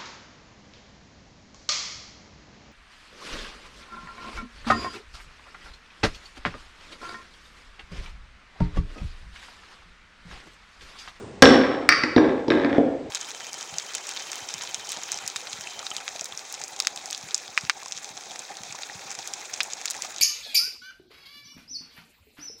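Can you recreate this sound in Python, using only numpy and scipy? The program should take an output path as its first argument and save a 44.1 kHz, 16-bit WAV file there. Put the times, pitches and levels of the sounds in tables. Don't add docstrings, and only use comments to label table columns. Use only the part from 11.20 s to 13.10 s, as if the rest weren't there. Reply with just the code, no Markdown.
import sys
import numpy as np
from scipy import signal
from scipy.fft import rfft, irfft
from scipy.io import wavfile

SR = 44100
rng = np.random.default_rng(int(sys.argv[2]) if len(sys.argv) > 2 else 0)


def waveform_to_disk(signal):
    frames = np.transpose(np.atleast_2d(signal))
    scaled = np.clip(frames, -1, 1) * 32767
    samples = np.round(scaled).astype(np.int16)
    wavfile.write(sys.argv[1], SR, samples)


N = 83790

# (time [s], boards thud [dB], base knock [dB], body knock [dB],
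# wall clack [dB], tick [dB])
BLOW_EVENTS = [(0.2222, 7, 4, -3, 7.5, -5.5), (.2260, 4, 1, -9, 5, -11), (0.2344, -2, -5, -27, -34, -33.5),
               (0.2454, -1, -16.5, -32.5, -37, -30), (0.2557, 0, -8.5, -31.5, 0.5, -33),
               (0.3051, -6.5, -29, -19, -59, -59), (.6900, -16, -3, 2.5, -13, -8),
               (0.7235, -32, -43, -5, -24, -15.5), (0.7456, -29, -37.5, -42, -29, -49),
               (.8358, -12.5, -18, -11, -22.5, -21), (.9630, 1, -23.5, -17, -13, -29),
               (.9800, -7, -9.5, -18, -27.5, -31), (1.2814, -8, -37, -39.5, -23, -28),
               (1.3033, -7, -13.5, -17.5, -9.5, -45.5), (1.3189, -20, -11.5, -21, -27.5, -42),
               (1.372, -8, -31, -49, -42, -48), (1.4470, -11, -19.5, -15, -23, -40),
               (1.5287, -12, -25.5, -24.5, -26, -62), (1.581, -1, -38, -34, -30, -50.5)]
# (mean frequency [Hz], mean relative level [dB], t60 [s])
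BOARD_MODES = [(99, -37, 0.046), (190.4, -11.5, 0.048), (270.6, -5.5, 0.063), (303.9, -2.5, 0.064),
               (330.7, 3.5, 0.02), (389.2, -8, 0.054), (464.4, -5, 0.052), (534, -4.5, 0.052),
               (640.6, -9, 0.034), (846, -9.5, 0.028)]
# (mean frequency [Hz], mean relative level [dB], t60 [s])
BASE_MODES = [(1065, 2, 0.019), (1365, 5.5, 0.011), (1679, 7, 0.013)]
# (mean frequency [Hz], mean relative level [dB], t60 [s])
BODY_MODES = [(1919, 0.5, 0.021), (2074, 1.5, 0.014), (2290, -5.5, 0.029), (2451, -9.5, 0.0092)]
# (mean frequency [Hz], mean relative level [dB], t60 [s])
WALL_MODES = [(2750, -6, .008), (3100, -2, .008), (3500, 0, .01), (3900, -5, .007), (4400, -8, .007),
              (5350, -11, .009)]
# (frequency [Hz], relative level [dB])
TICK_SPECTRUM = [(500, -35.5), (2000, -3.5), (5200, 20), (6500, -6), (8000, -15.5), (12000, -35.5)]
# (time [s], frequency [Hz])
RING_ONSETS = [(.224, 5422), (.692, 4593), (.691, 5605), (.965, 5700), (1.304, 5420)]
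# (level [dB], t60 [s], twin offset [Hz], twin relative level [dB])
RING_DECAYS = [(-24, .5, 40, -5), (-23, .33, 32, -10), (-27, .2, 21, -9), (-41, .2, 31, -6),
               (-34, .04, 31, -6)]
# (start [s], end [s], rate [taps/s], boards [dB], base and body [dB],
# wall [dB], level slope [dB/s])
TAP_SPELLS = [(.23, 0.653, 108.3, -4, -12, -13.5, -60), (0.968, 1.2, 90, -10, -21.5, -25.5, -67.5),
              (1.31, 1.588, 110, -15.5, -25.5, -28.5, -20)]
# (frequency [Hz], t60 [s])
ROOM_T60 = [(100, 0.52), (300, 0.66), (600, 1), (1500, 0.75), (4000, 0.64), (8000, 0.45)]
# (frequency [Hz], relative level [dB])
ROOM_LEVEL = [(100, -7.5), (300, 2), (700, 2.5), (1200, 0), (2000, -5.5), (3200, -3.5), (5000, -7.5),
              (9000, 8)]
# (frequency [Hz], relative density [dB per Hz])
AIR_SPECTRUM = [(20, -18), (55, -5), (125, 0.5), (390, -0.5), (800, -11), (1340, -18), (2000, -17),
                (4500, -25), (8100, -31.5), (9500, -45.5)]
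# (frequency [Hz], relative density [dB per Hz])
RUMBLE_SPECTRUM = [(40, -41), (80, -10), (280, -8.5), (400, -2), (600, -12.5), (1200, -16.5), (2500, -33)]

DETUNE_RATIO, WEIGHT_SPREAD_DB, PHASE_SPREAD_RAD = 0.034, 1.86, 0.64
RISE_CYCLES = 0.75
TICK_T60_S, TICK_RISE_S, RING_RISE_S = 0.019, 0.00054, 0.0028
TAP_RANGE_DB = 5.9
ROOM_DELAY_S, TURN_S = .003, 1.2
BASS_CUT_HZ = 59
AIR_DB, RUMBLE_START_DB, RUMBLE_T60_S = -46, -41.5, 0.64
DRIVE_DB, MIC_HZ, EDGE_HZ = 2.97, 9400, 16640
KNEE = .8


def amp(db):
    return 10 ** (np.asarray(db, float) / 20)


def evened(x):
    return x / np.sqrt(np.mean(x ** 2) + 1e-20)


def read(points, hz):
    f, value = np.transpose(points)
    return np.interp(np.log(hz + 1), np.log(f + 1), value)


def add(mix, time_s, sound):
    part = mix[round(time_s * SR):][:len(sound)]
    part += sound[:len(part)]


def coloured(points, size):
    hz = np.fft.rfftfreq(size, 1 / SR)
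    spectrum = rfft(rng.standard_normal(size)) * amp(read(points, hz))
    return evened(irfft(spectrum, size))


def struck(modes, db):
    hz, level_db, t60_s = np.transpose(modes)[:, :, None]
    detune, weight, phase = rng.standard_normal((3, len(modes), 1))
    t = np.arange(SR // 6) / SR
    decay = amp(level_db + WEIGHT_SPREAD_DB * weight - 60 * t / t60_s)
    rise = 1 - np.exp(-(t * hz / RISE_CYCLES) ** 2)
    mode_hz = hz * (1 + DETUNE_RATIO * detune)
    sines = np.sin(2 * np.pi * mode_hz * t + PHASE_SPREAD_RAD * phase)
    return amp(db) * (decay * rise * sines).sum(0) / 2


def blows():
    out, t = np.zeros(N), np.arange(1024) / SR
    tick_rise = 1 - np.exp(-t / TICK_RISE_S)
    for time_s, thud_db, base_db, body_db, clack_db, tick_db in BLOW_EVENTS:
        thud = struck(BOARD_MODES, thud_db)
        knock = struck(BASE_MODES, base_db) + struck(BODY_MODES, body_db)
        clack = struck(WALL_MODES, clack_db)
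        add(out, time_s, thud + knock + clack)
        tick = coloured(TICK_SPECTRUM, len(t)) * amp(tick_db - 60 * t / TICK_T60_S)
        add(out, time_s, tick * tick_rise)
    return out


def rings():
    out, t = np.zeros(N), np.arange(SR // 2) / SR
    rise = 1 - np.exp(-t / RING_RISE_S)
    for (time_s, hz), (db, t60_s, beat_hz, twin_db) in zip(RING_ONSETS, RING_DECAYS):
        tone = np.sin(2 * np.pi * hz * t)
        twin = amp(twin_db) * np.sin(2 * np.pi * (hz + beat_hz) * t)
        add(out, time_s, amp(db - 60 * t / t60_s) * rise * (tone + twin))
    return out


def roll():
    out = np.zeros(N)
    for start_s, end_s, rate, boards_db, body_db, wall_db, slope_db_s in TAP_SPELLS:
        draws = rng.random((60, 2))
        gaps_s = -np.log(1 - draws[:, 0]) / rate
        for since_s, softness in zip(np.cumsum(gaps_s), draws[:, 1]):
            if start_s + since_s >= end_s:
                break
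            tap = struck(BOARD_MODES, boards_db) + struck(WALL_MODES, wall_db)
            tap += struck(BASE_MODES + BODY_MODES, body_db)
            add(out, start_s + since_s, tap * amp(slope_db_s * since_s - TAP_RANGE_DB * softness))
    return out


def room(x):
    out, t = np.zeros(N), np.arange(N) / SR
    for k in range(3):
        taps, slots = np.zeros(SR), np.arange(0, SR - 20, 20)
        taps[slots + rng.integers(0, 20, len(slots))] = rng.choice([-1., 1.], len(slots))
        hz, frame_s, bands = signal.stft(taps, SR, nperseg=256)
        bands = bands * amp(-60 * frame_s / read(ROOM_T60, hz)[:, None])
        bands = bands / np.sqrt((abs(bands) ** 2).sum(1, keepdims=True))
        norm = np.linalg.norm(signal.istft(bands, SR, nperseg=256)[1])
        bands = bands * amp(read(ROOM_LEVEL, hz))[:, None]
        tail = signal.istft(bands, SR, nperseg=256)[1] / norm
        tail = np.r_[np.zeros(round(ROOM_DELAY_S * SR)), tail]
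        share = np.sqrt(2 / 3) * np.cos(np.pi * (t / TURN_S + k / 3))
        out += signal.fftconvolve(x * share, tail)[:N]
    return out


def background():
    t = np.arange(N) / SR
    air = amp(AIR_DB) * coloured(AIR_SPECTRUM, N)
    rumble = amp(RUMBLE_START_DB - 60 * t / RUMBLE_T60_S) * coloured(RUMBLE_SPECTRUM, N)
    return air + rumble


def scene():
    bottle = blows() + rings() + roll()
    bass_cut = signal.butter(2, BASS_CUT_HZ, "high", fs=SR, output="sos")
    bottle = signal.sosfilt(bass_cut, bottle + room(bottle))
    return (bottle + background())[None]


def record(dry):
    def low(x, hz):
        taps = signal.firwin(511, hz, window=("kaiser", 9), fs=SR)
        return signal.oaconvolve(x, taps[None], "same")
    x = amp(DRIVE_DB) * low(dry, MIC_HZ)
    over = np.maximum(abs(x) - KNEE, 0)
    bent = (1 - KNEE) * np.tanh(over / (1 - KNEE))
    x = np.sign(x) * (np.minimum(abs(x), KNEE) + bent)
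    return np.clip(low(x, EDGE_HZ), -1, 1)


dry = scene()
out = record(dry)
waveform_to_disk(out)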